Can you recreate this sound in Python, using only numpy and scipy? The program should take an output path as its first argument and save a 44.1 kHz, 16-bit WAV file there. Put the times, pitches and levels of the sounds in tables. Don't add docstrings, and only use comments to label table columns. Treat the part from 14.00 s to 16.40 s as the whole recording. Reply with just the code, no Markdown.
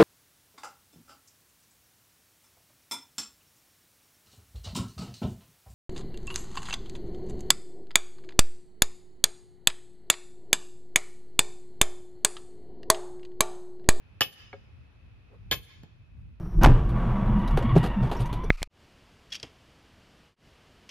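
import sys
import numpy as np
from scipy import signal
from scipy.fft import rfft, irfft
from scipy.io import wavfile

SR = 44100
rng = np.random.default_rng(int(sys.argv[2]) if len(sys.argv) > 2 else 0)


def digitize_waveform(pressure):
    field = np.atleast_2d(pressure).T
    bounded = np.clip(field, -1, 1)
    quanta = np.round(bounded * 32767).astype(np.int16)
    wavfile.write(sys.argv[1], SR, quanta)


N = 105840
T = np.arange(N) / SR

# pitch in Hz, relative level per Hz in dB.
WIND_TONE = [(20, -18.5), (32, -9), (48, 5), (65, 1), (100, 3.5), (135, -6.5), (180, -12), (260, -19.5),
             (400, -43), (1000, -67.5)]
# time in seconds, level in dB.
WIND_LOUDNESS = [(0, -52), (.1, -55), (.15, -43.5), (.27, -69.5), (.39, -66.5), (.43, -51.5), (.51, -58),
                 (.65, -46), (.72, -55), (.83, -48.5), (1.02, -56), (1.07, -51.5), (1.25, -53),
                 (1.48, -44.5), (1.74, -55.5), (1.8, -46.5), (1.9, -55), (1.98, -49.5), (2.2, -47),
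                 (2.4, -50)]
# pitch in Hz, relative level per Hz in dB.
HUSH_TONE = [(100, 1.5), (300, 0.5), (600, -6.5), (1200, -8.5), (2100, -10.5), (2380, -8), (2560, 0),
             (2740, -10.5), (4000, -17.5), (6000, -27), (8300, -39.5), (11000, -31), (14000, -47.5),
             (15500, -52)]
# time in seconds, level in dB.
HUSH_LOUDNESS = [(0, -64), (.4, -63), (.9, -64), (1.3, -64.5), (1.9, -66), (2.4, -69)]
# pitch in Hz, level in dB, seconds to fade by 60 dB.
LAWN_SCATTER = [(150, -7.5, 0.29), (500, -9, 0.08), (1480, -13, 0.1), (3100, -13, 0.19),
                (6000, -9.5, 0.074), (12900, -15, 0.11)]
# pitch in Hz, level in dB, seconds to fade by 60 dB.
YARD_SCATTER = [(150, -21.5, .3), (500, -21.5, 0.41), (1500, -29, 0.22), (3200, -27, 0.19),
                (5500, -29, 0.27), (9500, -31, .25), (14000, -31, 0.22)]
# pitch in Hz, level in dB, seconds to fade by 60 dB.
BUILDING_SLAP = [(507, -45, .12), (3000, -32.5, 0.14), (7300, -33, 0.06), (9760, -24, 0.12),
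                 (13000, -37, 0.07)]
# pitch in Hz, level in dB, seconds to fade by 60 dB.
TREE_ECHO = [(152.9, -41, 0.5), (497, -35.5, 1), (1070, -25, 0.73), (1600, -29, 1), (2256, -23, 0.45),
             (3150, -28, 0.73), (4070, -27, 0.6), (5370, -26.5, 0.82), (9100, -34, 0.6), (11600, -36, 0.19),
             (14100, -42.5, .25)]
# pitch in Hz, relative level in dB.
SWISH_TONE = [(150, -18.5), (470, 1), (700, -11.5), (1200, -13.5), (2500, -29.5), (8000, -47.5)]
# start in seconds, level in dB, decay time in seconds,
# tilt in dB per octave.
LIGHT_TICKS = [(1.83, -59, 0.0088, 1.5)]
# start in seconds, level in dB, pitch in Hz, seconds to fade by 60 dB.
GROUND_THUMPS = [(0.2096, -35, 114, 0.11), (0.21, -40.5, 255, 0.047), (1.5143, -28, 137, 0.071),
                 (1.514, -29.5, 238.7, 0.032), (1.5172, -28, 67.15, 0.1), (1.8338, -29, 159.5, 0.034)]
# start in seconds, blow index, level in dB,
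# most excited pitch in Hz.
HEAD_KNOCKS = [(0.5283, 0, -31.5, 2420), (0.5325, 0, -37.5, 420), (0.5368, 0, -47, 1410),
               (0.5398, 0, -44, 527), (1.8315, 1, -48.5, 420)]
# start in seconds, level in dB, decay time in seconds,
# tilt in dB per octave.
BARK_CRUNCHES = [(0.528, -43, 0.013, 8.5), (1.829, -49, 0.011, -9.5)]
# pitch in Hz, seconds to fade by 60 dB,
# relative level in dB after the first blow, the same after the second.
LOG_TONES = [(403, 0.064, -1.5, -9), (466, 0.048, -17, -1), (546.2, .055, 1.5, -6), (751, 0.071, -1, -14),
             (841, .055, -3, -8.5), (1270, .045, 0.5, -11.5), (1420, 0.039, -7.5, -4.5),
             (1500, 0.014, -2, -12.5), (1600, 0.035, -1.5, -12), (2145, 0.023, -6, -20.5),
             (2240, 0.029, -2.5, -16.5)]
# pitch in Hz, relative level in dB.
CRACK_TONE = [(60, -11), (150, -8.5), (400, -2), (750, -1), (1000, -4), (2000, 1), (2600, 0.5), (3200, 3.5),
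              (3900, 0.5), (5000, 1.5), (6000, -4), (7300, -3), (8300, -33.5), (9800, -9), (13200, -7),
              (14300, -28.5)]
# pitch in Hz, seconds to fade by 60 dB,
# level in dB at the first blow, level in dB at the second.
STEEL_TONES = [(5130, .13, -31, -43), (6197, .14, -45, -38), (7070, .08, -43, -38), (9790, .2, -42, -41),
               (9865, .18, -42, -39), (9960, .14, -46, -42), (11320, .2, -47, -58), (12930, .15, -46, -41),
               (13160, .13, -44, -47), (13870, .13, -41, -32), (13910, .24, -39, -40)]
# pitch in Hz,
# seconds to fade by 60 dB, relative level in dB at the first blow, the same at the second.
WEDGE_TONES = [(1057, 0.07, -39, -26), (1179, .065, -26, -27.5), (1278, .05, -21, -36.5),
               (1661, .05, -39, -20), (1702, .04, -20.5, -25.5), (1774, 0.048, -19.5, -37),
               (2172, 0.1, -36, -30.5), (2250, 0.089, -27, -25), (2389, 0.037, -29.5, -27.5),
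               (2434, .04, -23.5, -25.5), (2594, 0.13, -25.5, -31), (2664, .05, -29.5, -26),
               (2943, 0.05, -13.5, -28.5), (3050, 0.05, -15, -28.5), (3110, 0.065, -30, -20.5),
               (3227, 0.055, -20, -25), (3497, 0.1, -27, -28.5), (3516, 0.03, -34, -24),
               (3727, 0.098, -37, -30), (4248, .03, -32, -22), (4360, 0.034, -36.5, -26),
               (4800, .02, -15.5, -26.5)]
# start in seconds, blow index, relative crack level in dB, relative clank
# level in dB, crack tilt in dB per octave, crack decay time in seconds, most excited pitch in Hz.
STEEL_CONTACTS = [(0.2073, 0, 1, 1.5, 0, 0.0068, 1600), (0.2125, 0, -8, -14.5, 8.5, 0.0022, 5000),
                  (0.216, 0, -4.5, 0.5, -1, 0.004, 3100), (1.5118, 1, 2, 1.5, -0.5, 0.0045, 3700),
                  (1.5202, 1, -2.5, -5.5, -3.5, 0.0036, 1712), (1.5248, 1, -2.5, -3, -2, 0.0068, 3300)]
# start in seconds, blow index, relative log level in dB,
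# most excited log pitch in Hz.
BLOW_ANSWERS = [(0.2084, 0, -29, 847), (1.5127, 1, -26, 586)]

WIND_LIKENESS, HUSH_LIKENESS, SWISH_LIKENESS = 0.47, 0.03, 0.27
GUST_DB, GUST_S = 3, 0.042
LAWN_START_S, LAWN_RISE_S = 0.004, 0.0097
YARD_START_S, YARD_RISE_S = 0.037, 0.013
SLAP_START_S, SLAP_RISE_S = 0.1065, 0.013
TREES_START_S, TREES_RISE_S = 0.13, 0.06
SWING_S, SWING_WIDTH_S, SWING_DB = 1.34, 0.022, -58
THUMP_RISE_S, STEEL_RISE_S, CLANK_RISE_S = 0.0042, 0.00036, 0.00095
KNOCK_TOP_HZ = 3230
CRACK_DB, CRACK_RISE_S = -16.5, 0.0006
CRACK_SPREAD = 0.25
GRAIN_DB, GRAIN_S = 8, 0.0022
PIVOT_HZ = 3000
RATTLE, RATTLE_S = 0.34, 0.005
FOCUS_DB, FOCUS_OCTAVES = 10.5, 0.38
BASS_LAG_S, BASS_LAG_HZ = 0.004, 720
RIGHT_LAG_S = 0.000068
BASS_CUT_HZ, CUTOFF_HZ = 42, 14700


def amp(db):
    return 10 ** (np.asarray(db) / 20)


def unit(x):
    return x / np.sqrt(np.mean(x ** 2) + 1e-20)


def read(points, hz, axis=1):
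    table = np.array(points, float)
    return np.interp(np.log(hz + 1), np.log(table[:, 0] + 1), table[:, axis])


def add(mix, s, sound):
    part = mix[..., round(s * SR):][..., :sound.shape[-1]]
    part += sound[..., :part.shape[-1]]


def colour(x, points, tilt_db=0, size=8192):
    hz = abs(np.fft.fftfreq(size, 1 / SR))
    octaves = np.log2(np.maximum(hz, 300) / PIVOT_HZ)
    log_gain = np.log(amp(read(points, hz) + tilt_db * octaves))
    spectrum = np.exp(np.conj(signal.hilbert(log_gain)))
    taps = np.fft.ifft(spectrum).real[:size // 2]
    taps = taps / np.linalg.norm(taps)
    return signal.fftconvolve(x, taps[None], axes=1)[:, :x.shape[1]]


def pair(likeness, size):
    shared = np.clip(likeness, 0, 1)
    noise = rng.standard_normal((3, size))
    return np.sqrt(shared) * noise[0] + np.sqrt(1 - shared) * noise[1:]


def wander(width_s, size):
    t = T[:size]
    bell = np.exp(-((t - t.mean()) / width_s) ** 2)
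    return unit(signal.fftconvolve(rng.standard_normal(size), bell, "same"))


def swell(rise_s):
    return 1 - np.exp(-T[:SR // 2] / rise_s)


def mode(hz, t60):
    t = T[:SR // 2]
    return np.sin(2 * np.pi * hz * t) * np.exp(-np.log(1000) * t / t60)


def flutter():
    return (1 + RATTLE * wander(RATTLE_S, SR // 2)) / np.hypot(1, RATTLE)


def focus(hz, centre_hz):
    if centre_hz is None:
        return 0
    distance = np.log2(hz / centre_hz) / FOCUS_OCTAVES
    return FOCUS_DB * (np.exp(-0.5 * distance ** 2) - 1)


def ring(modes, blow, centre_hz=None):
    out = 0
    for hz, t60, *db in modes:
        out = out + amp(db[blow] + focus(hz, centre_hz)) * mode(hz, t60) * flutter()
    return out


def crack(decay_s, tilt_db):
    t = T[:SR // 5]
    clumps = unit(amp(GRAIN_DB * np.tanh(wander(GRAIN_S, len(t)))))
    envelope = (1 - np.exp(-t / CRACK_RISE_S)) * np.exp(-t / decay_s)
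    return colour(pair(1 - CRACK_SPREAD, len(t)) * clumps * envelope, CRACK_TONE, tilt_db)


def wind():
    rumble = colour(pair(WIND_LIKENESS, N + SR), WIND_TONE)[:, SR:]
    lumpy = unit(rumble * amp(GUST_DB * wander(GUST_S, N)))
    return lumpy * amp(np.interp(T, *np.transpose(WIND_LOUDNESS)))


def hush():
    smooth = unit(colour(pair(HUSH_LIKENESS, N + SR), HUSH_TONE)[:, SR:])
    return smooth * amp(np.interp(T, *np.transpose(HUSH_LOUDNESS)))


def reflect(x, bands, start_s, rise_s):
    taps = rng.standard_normal((2, SR))
    hz, t, z = signal.stft(taps, SR, nperseg=256)
    t60 = read(bands, hz, axis=2)[:, None]
    fade = np.exp(-np.log(1000) * np.maximum(t - start_s - rise_s, 0) / t60)
    shape = np.sqrt(np.clip((t - start_s) / rise_s, 0, 1)) * fade
    energy = SR * np.mean(shape ** 2, axis=1, keepdims=True)
    shape *= amp(read(bands, hz))[:, None] / np.sqrt(energy + 1e-20)
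    scatter = signal.istft(z * shape, SR, nperseg=256)[1]
    return signal.fftconvolve(x, scatter, axes=1)[:, :N]


def swing():
    bell = np.exp(-0.5 * ((T - SWING_S) / SWING_WIDTH_S) ** 2)
    return amp(SWING_DB) * colour(pair(SWISH_LIKENESS, N), SWISH_TONE) * bell


def ticks():
    out = np.zeros((2, N))
    for s, level_db, decay_s, tilt_db in LIGHT_TICKS:
        add(out, s, amp(level_db) * crack(decay_s, tilt_db))
    return out


def thumps():
    out = np.zeros((2, N))
    for s, level_db, hz, t60 in GROUND_THUMPS:
        add(out, s, amp(level_db) * swell(THUMP_RISE_S) * mode(hz, t60))
    return out


def knocks():
    out = np.zeros((2, N))
    for s, blow, level_db, centre_hz in HEAD_KNOCKS:
        add(out, s, amp(level_db) * swell(CLANK_RISE_S) * ring(LOG_TONES, round(blow), centre_hz))
    for s, level_db, decay_s, tilt_db in BARK_CRUNCHES:
        add(out, s, amp(level_db) * crack(decay_s, tilt_db))
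    dull = signal.butter(N=4, Wn=KNOCK_TOP_HZ, fs=SR, output="sos")
    return signal.sosfilt(dull, out)


def blows():
    out = np.zeros((2, N))
    for s, blow, crack_db, clank_db, tilt_db, decay_s, centre_hz in STEEL_CONTACTS:
        add(out, s, amp(CRACK_DB + crack_db) * crack(decay_s, tilt_db))
        clank = swell(CLANK_RISE_S) * ring(WEDGE_TONES, round(blow), centre_hz)
        add(out, s, amp(clank_db) * clank)
    for s, blow, log_db, centre_hz in BLOW_ANSWERS:
        steel = swell(STEEL_RISE_S) * ring(STEEL_TONES, round(blow))
        log = amp(log_db) * ring(LOG_TONES, round(blow), centre_hz)
        add(out, s, steel + log)
    return out


def disperse(x):
    turns = BASS_LAG_S * BASS_LAG_HZ * np.arctan(np.fft.rfftfreq(N, 1 / SR) / BASS_LAG_HZ)
    return irfft(rfft(x) * np.exp(-2j * np.pi * turns), N)


def scene():
    dry = disperse(blows() + knocks()) + thumps() + ticks()
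    lag = np.exp(-2j * np.pi * np.fft.rfftfreq(N, 1 / SR) * RIGHT_LAG_S)
    direct = np.array([dry[0], irfft(rfft(dry[1]) * lag, N)])
    lawn = reflect(dry, LAWN_SCATTER, LAWN_START_S, LAWN_RISE_S)
    yard = reflect(dry, YARD_SCATTER, YARD_START_S, YARD_RISE_S)
    buildings = reflect(dry, BUILDING_SLAP, SLAP_START_S, SLAP_RISE_S)
    trees = reflect(dry, TREE_ECHO, TREES_START_S, TREES_RISE_S)
    return direct + lawn + yard + buildings + trees + swing() + wind() + hush()


def record(dry):
    bass_cut = signal.butter(N=3, Wn=BASS_CUT_HZ, btype="high", fs=SR, output="sos")
    treble_cut = signal.firwin(101, CUTOFF_HZ, window=("kaiser", 8), fs=SR)
    dry = signal.sosfilt(bass_cut, dry)
    return signal.oaconvolve(dry, treble_cut[None], "same")


dry = scene()
out = record(dry)
digitize_waveform(out)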